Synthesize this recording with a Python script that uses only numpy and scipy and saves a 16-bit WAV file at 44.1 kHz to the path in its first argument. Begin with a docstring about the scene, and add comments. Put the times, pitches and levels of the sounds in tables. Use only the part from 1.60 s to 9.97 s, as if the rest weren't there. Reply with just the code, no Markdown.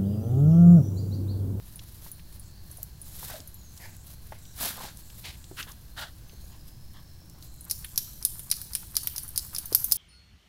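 """You hear a coat scraping over soil, twigs snapping, paws thumping, a collar tag tinkling and a dog snorting;
then the dog stands and its collar clacks in time with its movements. Filtered grains of noise make the coat,
soil and twigs; decaying sine waves make the tag; bursts of tiny contacts make the clacks; resonating noise makes
the snorts. Trees return a faint tail, over a low outdoor rumble, a distant drone and faint bands of noise."""
import sys
import numpy as np
from scipy import signal
from scipy.fft import rfft, irfft, next_fast_len
from scipy.io import wavfile
from scipy.ndimage import uniform_filter1d

SR = 44100
rng = np.random.default_rng(int(sys.argv[2]) if len(sys.argv) > 2 else 0)


def put_to_file(sound):
    """Save the sound as 16-bit audio at rate SR, in the file named by the first command-line argument."""
    columns = np.atleast_2d(sound).T  # one column per channel
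    safe = np.clip(columns, -1, 1)
    whole_steps = np.round(safe * 32767)
    wavfile.write(sys.argv[1], SR, whole_steps.astype(np.int16))


N = 369116
TIME = np.arange(N) / SR

# Outdoor background colour. Each row: frequency in Hz, relative level in dB.
AIR_COLOUR = [(12, 6.5), (20, -16.5), (48, 3.5), (104, -1.5), (177, -8.5), (255, -19.5), (347, -20.5),
              (410, -27), (1090, -30), (1260, -34), (2460, -36), (5080, -30.5), (8890, -38.5), (14300, -37),
              (16000, -32.5)]
AIR_DB = -46  # before the hiss is thinned
# Faint narrow hiss bands. Each row: centre in Hz, width in Hz, middle level in dB, typical wander of the centre
# as a share of it, patchiness in dB (a minus sign turns the ups and downs over).
HISS_BANDS = [(1618, 254, -75.5, .04, -1), (4166, 420, -69.5, 0.023, 3), (5400, 710, -85, 0.061, 6),
              (7470, 1900, -72.5, 0.033, 11.5)]
# A faint far-off drone that comes and goes; the width is that of each of its two resonances.
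DRONE_HZ, DRONE_WIDTH_HZ, DRONE_DB, DRONE_PATCHY_DB = 315, 32, -74, 3

# Strokes of the coat over the ground. Each row: peak time in seconds, rise in seconds, fall in seconds,
# level in dB before the lift in scuffs().
COAT_STROKES = [(.07, 0.099, 0.11, -58), (.455, 0.36, 0.11, -52.5), (.75, .07, 0.033, -54),
                (1.16, 0.089, 0.17, -55), (1.645, 0.17, 0.15, -43.5), (2.215, .09, 0.094, -53),
                (2.48, 0.025, 0.08, -50.5), (2.71, 0.13, 0.085, -60), (3.035, 0.055, 0.094, -34),
                (3.23, 0.16, 0.1, -47.5), (3.38, 0.052, 0.089, -55.5), (3.61, 0.12, 0.14, -52.5),
                (4.0, 0.043, 0.051, -47), (4.1, 0.025, 0.028, -50), (4.41, 0.025, 0.026, -49),
                (4.85, .06, 0.087, -57), (5.08, .03, 0.022, -55), (5.84, 0.027, .04, -52.5)]
# Heavy rolls that drag the body's weight through the soil. Each row: as for the coat strokes.
BODY_ROLLS = [(1.72, 0.069, 0.076, -48.5), (3.045, 0.048, 0.083, -37.5), (3.25, 0.14, 0.064, -46),
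              (4.73, .17, 0.1, -68)]
# A stroke is EDGE_DB down one rise before and one fall after its peak; shape 1 is pointed, 2 is round.
EDGE_DB, SWELL_SHAPE = -11, 1.71
# Light unbroken contact, first of the coat, then of the paws. Each row: time in seconds, coat level in dB,
# soil level in dB (both before the lift in scuffs()).
LIGHT_CONTACT = [(0, -66.5, -74), (4.2, -60.5, -72), (5.3, -66.5, -96), (5.7, -73, -81.5),
                 (8.37, -71, -62.5)]
# Colour of dry crumbs and leaves. Each row: frequency in Hz, relative level in dB.
CRUMB_COLOUR = [(300, -3.5), (900, -4), (2400, -7), (4000, 0), (6500, -2), (8500, -2), (10500, 4.5),
                (13000, 5), (15500, -0.5)]
# Colour of dragged soil. Each row: frequency in Hz, relative level in dB.
SOIL_COLOUR = [(120, -2.5), (250, 7), (480, -37), (780, -7), (1200, -2), (1600, 0), (2400, -4), (3800, -2),
               (6500, -5), (9000, -5.5), (15000, -62)]

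# Until ROLLING_S seconds the dog is on the ground, setting off faint cracks and pats at random.
ROLLING_S = 5.7
FAINT_CRACK_DB, FAINT_CRACK_HZ = -55, 6230
FAINT_PAT_DB, FAINT_PAT_HZ, FAINT_PAT_T60_S = -62, 574, 0.042  # level before the lift in thumps()
FAINT_SPREAD_DB = 3  # each may be up to this much louder or softer
# Twigs and dry leaves cracking. Each row: time in seconds, level in dB, pitch in Hz.
TWIG_CRACKS = [(0.193, -45.5, 3370), (1.2302, -31, 13000), (1.803, -46.5, 4970), (2.176, -49, 5040),
               (2.3666, -50, 11100), (2.4689, -51, 11300), (3.372, -46, 9350), (3.5, -53, 3200),
               (3.841, -50, 4150), (4.027, -38.5, 3170), (4.119, -49.5, 5970), (4.695, -55, 2620),
               (5.825, -49.5, 4730), (6.244, -43, 2200), (6.923, -41.5, 2300)]
# Colour of a crack. Each row: multiple of its pitch, relative level in dB.
CRACK_COLOUR = [(.25, -24), (.55, -7.5), (.8, 0.5), (1, 4), (1.3, -0.5), (2, -2), (4, -44)]
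# Paws and flank striking soil. Each row: time in seconds, level in dB before the lift in thumps(),
# pitch in Hz, time to fade by 60 dB in seconds.
SOIL_BLOWS = [(0.462, -52, 940, 0.034), (1.182, -55, 660, 0.12), (1.628, -47.5, 920, 0.055),
              (1.71, -51.5, 690, 0.081), (1.738, -50, 624, 0.25), (1.792, -50, 280, .057),
              (2.721, -37.5, 610, 0.034), (3.009, -36.5, 523, 0.016), (3.061, -41, 700, .04),
              (3.177, -46, 830, 0.065), (3.202, -45, 890, 0.085), (3.243, -41.5, 620, 0.07),
              (3.912, -40, 305, 0.055), (4.068, -57, 450, .036), (4.73, -56, 320, .08),
              (8.122, -37.5, 304.1, 0.035)]

# The tag tapped on its own. Each row: time in seconds, level in dB before the trims in tinks(),
# strongest pitch in Hz.
TAG_TAPS = [(0.158, -41.5, 10100), (0.516, -36, 9860), (0.7962, -44.5, 9800), (1.113, -42.5, 10050),
            (1.172, -43, 9600), (1.4157, -39, 9860), (1.5644, -47, 11950), (1.8745, -42.5, 12050),
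            (1.9433, -44, 12050), (6.009, -43.5, 9850), (7.433, -35, 10120), (7.6334, -35.5, 10200),
            (7.679, -38, 9620), (7.986, -30.5, 9730), (8.0567, -34.5, 13180), (8.244, -35, 6220),
            (8.244, -37, 9850), (8.358, -29, 10290)]
# The tag's ringing modes. Each row: frequency in Hz, relative level in dB, time to fade by 60 dB in seconds.
TAG_MODES = [(5130, -18, .25), (6290, 15, 0.041), (9800, 18, 0.082), (9660, -31, 0.16), (11500, 15, 0.1),
             (12130, -58, .3), (13400, 5, 0.14), (15150, 12, .2)]

# Thin, faint bands of gliding noise. Each row: start in seconds, length in seconds, level in dB,
# first pitch in Hz, last pitch in Hz.
GLIDING_BANDS = [(0.757, .32, -67.5, 4570, 4620), (1.918, 0.29, -62.5, 7270, 5800),
                 (2.8, 0.19, -62.5, 6040, 5650), (4.619, .4, -67, 5970, 7160),
                 (4.851, 0.99, -67, 5000, 5500)]
BAND_WIDTH_HZ, BAND_FADE_S = 360, .07

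# The dog's snorts. Each row: start in seconds, length in seconds, level in dB before the swell and trim,
# first, second and third resonance in Hz, hiss in dB before its lift, throat in dB (against the muzzle).
SNORT_PUFFS = [(2.19, 0.17, -47.5, 1690, 1890, 4740, -38, -3.5),
               (2.71, 0.11, -58.5, 1510, 1900, 1940, -6.5, -1),
               (3.63, 0.13, -50, 2300, 3100, 3880, 3, -4.5),
               (3.965, 0.09, -41, 1450, 1760, 2700, -5.5, -29),
               (4.06, 0.085, -48.5, 1130, 1540, 3120, -33, -19),
               (4.361, .14, -39, 1390, 1560, 3260, -7.5, -4), (4.89, .14, -67.5, 1030, 1700, 3000, 1, 5.5),
               (5.33, 0.12, -56.5, 1040, 1690, 3200, -11, -7),
               (5.73, 0.13, -71.5, 1000, 1700, 3320, -21, 8.5)]
# Colour of the snorts' hiss. Each row: frequency in Hz, relative level in dB.
SNORT_HISS_COLOUR = [(200, 6.5), (450, 5), (720, -3), (1100, 3.5), (2500, 10), (4400, 7.5), (6000, 2.5),
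                     (7200, 1), (8500, 0), (11500, -0.5), (15500, -7)]

# The collar's main blows. Each row: time in seconds, treble level in dB, body level in dB, knock level in dB,
# strongest treble pitch in Hz, lead of a grazing first touch in seconds (5 ms or less gives no such touch).
COLLAR_BLOWS = [(6.0982, -37, -38.5, -56, 11700, 0), (6.111, -24.5, -28.5, -48, 10240, 0.0066),
                (6.2465, -37, -63, -45, 11200, 0.0002), (6.3771, -21, -24.5, -42.5, 11600, 0.018),
                (6.65, -18, -30, -45.5, 9600, 0.024), (6.7937, -36.5, -55, -52, 9600, 0.0011),
                (6.9138, -19.5, -24, -41, 9900, .013), (7.0152, -35, -50, -53.5, 12600, 0),
                (7.1511, -24, -32.5, -40, 9600, .017), (7.3671, -21, -24, -40.5, 9800, 0.013),
                (7.4723, -24, -38, -38.5, 13650, 0), (7.5808, -31, -34, -51, 9900, .019),
                (7.777, -21.5, -28.5, -44.5, 9840, .017), (7.963, -37, -32.5, -50, 9990, 0.015),
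                (7.9837, -29, -38, -50.5, 9600, 0.00072), (8.1487, -12, -24.5, -41, 12200, 0.022),
                (8.2431, -22, -50, -52, 13850, 0.0026), (8.3208, -14, -22.5, -44.5, 15080, 0.0069)]
# High part of the metal's rattle. Each row: frequency in Hz, relative level in dB.
TREBLE_COLOUR = [(3000, -41), (7000, -16), (8800, -6.5), (9800, 1.5), (10800, 0.5), (11800, -1), (12700, 0),
                 (13800, -6), (14500, 6.5), (15300, -21), (16500, -13.5)]
# Middle part of the metal's rattle. Each row: frequency in Hz, relative level in dB.
BODY_COLOUR = [(2500, -29), (3500, -14.5), (4200, -4), (5150, -1), (5900, -4.5), (6800, -7.5), (9000, -17)]
# Low part of the metal's rattle. Each row: frequency in Hz, relative level in dB.
KNOCK_COLOUR = [(200, -11), (600, -2.5), (1500, 3), (2600, 6.5), (4000, 9), (7000, -69)]
REBOUND_S, REBOUND_DB = .008, -19.5  # the metal bounces back once
# The light first touch at the first blow's time. 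One row: treble level in dB, body level in dB, knock level in dB.
GRAZE_LEVELS = (-41, -44, -60.5)
VIGOUR_DB_PER_S = 4.5  # first touches grow as the standing dog moves more briskly
SWISH_LEAD_S, SWISH_S = .028, .065  # the dog's movement comes just ahead of the clack that it causes
SWISH_DB, SWISH_GROWTH_DB_PER_S = -62, 3  # level at the first blow before shaping; movements grow more vigorous
BACKSWING_GAP_S = .15  # a longer pause between clacks holds a swing back on which the metal does not meet

# Colour of the trees' tail. Each row: frequency in Hz, relative level in dB.
TREE_COLOUR = [(500, -21), (3000, 3.5), (5200, -3.5), (7500, 3), (10000, -4), (12500, -1), (15000, 3)]
TOP_HZ = 15700  # the recorder's upper limit


def undb(db):
    """Turn decibels into a gain."""
    return 10 ** (np.asarray(db) / 20)


def unit(x):
    """Scale to an average strength (rms) of 1."""
    return x / np.sqrt(np.mean(x ** 2) + 1e-20)


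def struck(x, db):
    """Scale a blow so that its first 8 ms have this level."""
    head = x[:int(.008 * SR)]
    return x * undb(db) / np.sqrt(np.mean(head ** 2) + 1e-20)


def curve(rows):
    """Draw a gain over time through (seconds, dB) rows."""
    return undb(np.interp(TIME, *np.transpose(rows)))


def add(out, s, x):
    """Mix x into out from s seconds on."""
    i = max(int(s * SR), 0)
    out[i:i + len(x)] += x[:max(N - i, 0)]


def colour(x, points, size=2048):
    """Filter through (Hz, dB) points without any sound ahead of its cause."""
    hz, db = np.transpose(points)
    grid = np.maximum(np.fft.rfftfreq(size, 1 / SR), 1)
    log_gain = np.log(undb(np.interp(np.log(grid), np.log(hz), db)))
    # Folding the cepstrum onto its first half makes the filter minimum-phase.
    cepstrum = irfft(log_gain)
    cepstrum[1:size // 2] *= 2
    cepstrum[size // 2 + 1:] = 0
    response = irfft(np.exp(rfft(cepstrum)))
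    return signal.fftconvolve(x, response)[:len(x)]


def resonate(x, hz, width_hz):
    """Pass x through one resonance, with gain 1 at its centre."""
    hz = min(hz, .45 * SR)
    return signal.lfilter(*signal.iirpeak(hz, hz / min(width_hz, SR / 4), fs=SR), x)


def soft_band(n, width_hz):
    """Make low noise that becomes a band of this width when multiplied by a tone."""
    lowpass = signal.butter(3, width_hz / 2, fs=SR, output="sos")
    return signal.sosfilt(lowpass, rng.standard_normal(n))


def fade(t, t60):
    """Die away exponentially, 60 dB down after t60 seconds."""
    return np.exp(-np.log(1000) * t / t60)


def walk(rate):
    """Wander smoothly at random around 0, with an rms of about 1."""
    k = max(int(SR / rate), 2)
    steps = np.repeat(rng.standard_normal(N // k + 1), k)
    return unit(uniform_filter1d(steps, k)[:N])


def grains(n, rate, spread_db):
    """Scatter tiny impacts at random, rate per second; any spread makes a few much larger than the rest."""
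    hit, size, sign = rng.random(n), rng.exponential(size=n), rng.standard_normal(n)
    size = np.minimum(size, 5)
    return unit((hit < rate / SR) * undb(spread_db * size) * np.sign(sign))


def chatter(t, t60, bounce_db, bounce_t60):
    """Two hard things meet: a dense burst of contacts, with sparser, weaker rebounds."""
    burst = grains(len(t), rate=8800, spread_db=3.0) * fade(t, t60)
    bounces = grains(len(t), rate=870, spread_db=3) * fade(t, bounce_t60)
    return burst + undb(bounce_db) * bounces


def outdoors():
    """Low rumble and soft hiss, with faint narrow hiss bands that drift in pitch, come and go."""
    air = unit(colour(rng.standard_normal(N), AIR_COLOUR, size=8192))
    air = air * undb(AIR_DB + 0.12 * walk(3.03))
    air = air - 0.19 * resonate(air, 4300, 3200)  # the broad hiss is thinner around 4300 Hz
    for hz, width, db, wander, patchy_db in HISS_BANDS:
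        band = soft_band(N, width)
        phase = 2 * np.pi * np.cumsum(hz * (1 + wander * walk(3.7))) / SR
        patches_db = patchy_db * np.tanh(2 * walk(6.4))
        air = air + unit(band * np.sin(phase)) * undb(db + patches_db)
    return air


def drone():
    """Noise through two equal resonances makes a faint, narrow, low drone in the distance."""
    band = resonate(rng.standard_normal(N), DRONE_HZ, DRONE_WIDTH_HZ)
    band = resonate(band, DRONE_HZ, DRONE_WIDTH_HZ)
    return unit(band) * undb(DRONE_DB + DRONE_PATCHY_DB * np.tanh(walk(0.78)))


def swells(rows):
    """Gain over time of separate strokes, each rising to its peak and falling away; their powers add."""
    power = np.zeros(N)
    for s, rise, fall, db in rows:
        near = slice(max(int((s - 4 * rise) * SR), 0), int((s + 4 * fall) * SR))
        away = np.maximum((s - TIME[near]) / rise, (TIME[near] - s) / fall)
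        power[near] += undb(db + EDGE_DB * away ** SWELL_SHAPE) ** 2
    return np.sqrt(power)


def scuffs():
    """Dry crumbs and leaves crackle under the coat; with weight on them the soil grinds in jerks and clods crunch."""
    crumbs = unit(colour(grains(N, rate=3500, spread_db=1.5), CRUMB_COLOUR))
    crumbs = crumbs * undb(2.04 * walk(90))
    soil = colour(grains(N, rate=2900, spread_db=0.0), SOIL_COLOUR)
    for hz in (800, 1550, 3800):  # each scraping resonance swells and fades on its own
        soil = soil + resonate(soil, hz, 0.24 * hz) * undb(-8 + 3.8 * walk(33))
    soil = unit(soil) * undb(0.63 * walk(90))
    clods = resonate(grains(N, rate=120, spread_db=3.0), 740, 490)
    clods = unit(resonate(clods, 710, 950))
    light_coat = curve([(s, coat_db) for s, coat_db, _ in LIGHT_CONTACT])
    light_soil = curve([(s, soil_db) for s, _, soil_db in LIGHT_CONTACT])
    brushing = np.hypot(swells(COAT_STROKES), light_coat)
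    dragging = np.hypot(swells(BODY_ROLLS), light_soil)
    return undb(2.0) * crumbs * brushing + (undb(2.0) * soil + undb(-7) * clods) * dragging


def scattered(db, hz, count, octaves):
    """Random (seconds, dB, Hz) rows for small things disturbed while the dog rolls."""
    when, size, pitch = rng.random((count, 3)).T
    levels_db = db + FAINT_SPREAD_DB * (2 * size - 1)
    pitches_hz = hz * 2 ** (octaves * (2 * pitch - 1))
    return list(zip(ROLLING_S * when, levels_db, pitches_hz))


def tinks():
    """The hanging tag is tapped and rings in its modes, in a slightly different mix at every tap."""
    out, t = np.zeros(N), np.arange(SR // 3) / SR
    hz, db, t60 = np.transpose(TAG_MODES)[:, :, None]
    for s, level_db, spot_hz in TAG_TAPS:
        size_chance, pitch_chance = rng.standard_normal((2, len(TAG_MODES), 1))
        favour_db = 16.0 * np.exp(-((hz - spot_hz) / 500) ** 2)  # modes near the strongest pitch
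        size = undb(db + 4.9 * size_chance + favour_db)
        tones = np.sin(2 * np.pi * hz * (1 + 0.0051 * pitch_chance) * t)
        ring = (size * fade(t, t60) * tones).sum(0)
        tap = colour(chatter(t, t60=0.015, bounce_db=-35, bounce_t60=0.071), TREBLE_COLOUR)
        tap = tap + 4 * resonate(tap, spot_hz, width_hz=120)
        add(out, s, struck(ring, level_db - 5) + struck(tap, level_db - 3))
    return out


def twigs(cycles=95):
    """Short dry cracks, each with one broad resonance; the smaller the twig, the higher and shorter."""
    out, t = np.zeros(N), np.arange(SR // 12) / SR
    faint = scattered(FAINT_CRACK_DB, FAINT_CRACK_HZ, count=8, octaves=1.6)
    for s, db, hz in TWIG_CRACKS + faint:
        crack = chatter(t, t60=cycles / hz, bounce_db=-25, bounce_t60=0.093)
        add(out, s, struck(colour(crack, np.array(CRACK_COLOUR) * [hz, 1]), db))
    return out


def thumps():
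    """Blows on packed earth: a damped knock, narrower the longer it lasts, with the body's weight beneath it."""
    out, t = np.zeros(N), np.arange(SR // 4) / SR
    pats = scattered(FAINT_PAT_DB, FAINT_PAT_HZ, count=8, octaves=0.4)
    soft_contact = np.sin(np.pi / 2 * np.minimum(t / .002, 1)) ** 2  # a 2 ms onset
    for s, db, hz, t60 in SOIL_BLOWS + [(*pat, FAINT_PAT_T60_S) for pat in pats]:
        width = hz * .036 / t60
        earth = resonate(rng.standard_normal(len(t)), hz, width)
        earth = unit(resonate(earth, hz, width))
        weight = undb(-6.5) * np.sin(2 * np.pi * 0.564 * hz * t) * fade(t, 0.025)
        add(out, s, (earth * fade(t, t60) + weight) * soft_contact * undb(db + 7.0))
    return out


def gliding_bands():
    """Thin, faint bands of noise, each gliding slowly in pitch: low noise multiplied by a gliding tone."""
    out = np.zeros(N)
    for s, length, db, first_hz, last_hz in GLIDING_BANDS:
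        t = np.arange(int(length * SR)) / SR
        band = soft_band(len(t), BAND_WIDTH_HZ)
        phase = 2 * np.pi * np.cumsum(np.linspace(first_hz, last_hz, len(t))) / SR
        ends = np.clip(np.minimum(t, length - t) / BAND_FADE_S, 0, 1)
        add(out, s, unit(band * np.sin(phase)) * ends * undb(db))
    return out


def snorts():
    """Puffs of air through the dog's muzzle: quick swell, three resonances, a low throat band, a fluttering hiss."""
    out, flutter = np.zeros(N), undb(1.6 * walk(130))
    for s, length, db, *formants, hiss_db, throat_db in SNORT_PUFFS:
        u = np.linspace(0, 1, int(length * SR))  # progress through the snort
        air = rng.standard_normal(len(u))
        muzzle = np.zeros(len(u))
        for hz in formants:
            narrow = resonate(air, hz, 100 + 0.23 * hz)
            muzzle += unit(resonate(narrow, hz, 300 + 0.68 * hz))
        throat = unit(resonate(resonate(air, 670, 420), 1010, 890))
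        hiss = unit(colour(air, SNORT_HISS_COLOUR))
        puff = unit(muzzle) + undb(throat_db) * throat + undb(hiss_db + 7.0) * hiss
        swell = np.interp(u, [0, .18, .45, .68, 1], [0, 0.87, 1.0, 0.37, 0.23])
        swell = swell * np.linspace(1.25, .6, len(u))  # the air runs out
        add(out, s, puff * swell * undb(db - 2.5))
    return out * flutter


def loose_links():
    """Once the dog stands, small collar parts keep ticking between the clacks, each tick a few ms long."""
    motion = curve([(0, -104), (5.9, -65), (6.15, -52), (7.2, -50.5), (8.37, -50.5)])
    t = np.arange(SR // 40) / SR
    tick = rng.standard_normal(len(t)) * fade(t, 0.017)
    ticks = signal.fftconvolve(grains(N, rate=150, spread_db=3.7), tick)[:N]
    return unit(colour(ticks, TREBLE_COLOUR)) * motion


def swishes():
    """The standing dog sways to and fro: a brief soft rub ahead of each clack and on each silent swing back."""
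    out, swell = np.zeros(N), np.hanning(int(SWISH_S * SR))
    hits = np.array(COLLAR_BLOWS)[:, 0]
    gaps = np.diff(hits)
    backswings = (hits[:-1] + gaps / 2)[gaps > BACKSWING_GAP_S]
    for s in [*hits, *backswings]:
        rub = resonate(grains(len(swell), rate=2500, spread_db=5.5), 1100, 570)
        rub = unit(resonate(rub, 1430, 3900))
        level_db = SWISH_DB + SWISH_GROWTH_DB_PER_S * (s - hits[0])
        add(out, s - SWISH_LEAD_S - SWISH_S / 2, rub * swell * undb(level_db))
    return out


def collisions():
    """Each blow has a rebound and may have a grazing first touch: (seconds, three levels in dB, pitch in Hz)."""
    for s, *levels_db, hz, lead_s in COLLAR_BLOWS:
        yield s, levels_db, hz
        yield s + REBOUND_S, np.add(levels_db, REBOUND_DB), hz
        if lead_s > .005:
            vigour_db = VIGOUR_DB_PER_S * (s - COLLAR_BLOWS[0][0])
            yield s - lead_s, np.add(GRAZE_LEVELS, vigour_db), hz


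def clacks():
    """Clasp and ring collide: a hard snap, then a damped rattle; each spot that is hit favours its own resonances."""
    out, t = np.zeros(N), np.arange(SR // 6) / SR
    snap = 1 + 1.3 * fade(t, .007)
    for s, (treble_db, body_db, knock_db), hz in collisions():
        push = snap * chatter(t, t60=0.047, bounce_db=-17, bounce_t60=0.16)
        treble = colour(push, TREBLE_COLOUR)
        treble = treble + 1.34 * resonate(treble, hz, width_hz=550)
        body_push = snap * chatter(t, t60=0.026, bounce_db=-4, bounce_t60=0.072)
        body = colour(body_push, BODY_COLOUR)
        body = body + .8 * resonate(body, rng.uniform(4700, 5800), width_hz=650)
        knock = colour(push, KNOCK_COLOUR)
        add(out, s, struck(treble, treble_db) + struck(body, body_db) + struck(knock, knock_db))
    return out


def blur(x, spread_hz=260):
    """Scatter from many surfaces smears the metal's pitches, here by shifting them at random."""
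    phase = 2 * np.pi * np.cumsum(spread_hz * walk(900)) / SR
    return np.real(signal.hilbert(x, next_fast_len(N))[:N] * np.exp(1j * phase))


def trees(x, t60=1.0, near_t60=0.22, near_db=3, wet_db=-11, build_s=0.021):
    """Near bushes and farther trunks scatter a thin, grainy tail back."""
    t = np.arange(SR) / SR
    decay = fade(t, t60) + undb(near_db) * fade(t, near_t60)
    build_up = 1 - np.exp(-t / build_s)
    tail = grains(len(t), rate=3900, spread_db=1.5) * decay * build_up
    tail = colour(tail / np.linalg.norm(tail), TREE_COLOUR)
    return undb(wet_db) * signal.fftconvolve(x, tail)[:N]


def scene():
    """Collar, ground and dog, heard directly and from the trees, over the outdoor background."""
    background = outdoors() + drone() + gliding_bands()
    ground = scuffs() + twigs() + thumps() + snorts() + swishes()
    collar = tinks() + loose_links() + clacks()
    tail = trees(blur(collar) + undb(-14.0) * ground)
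    return (collar + ground + tail + background)[None]


def record(dry):
    """The recorder rounds only the tallest peaks and cuts the top."""
    rounded = dry / (1 + (dry / .66) ** 6) ** (1 / 6)
    return signal.sosfilt(signal.ellip(8, .2, 70, TOP_HZ, fs=SR, output="sos"), rounded)


dry = scene()
out = record(dry)
put_to_file(out)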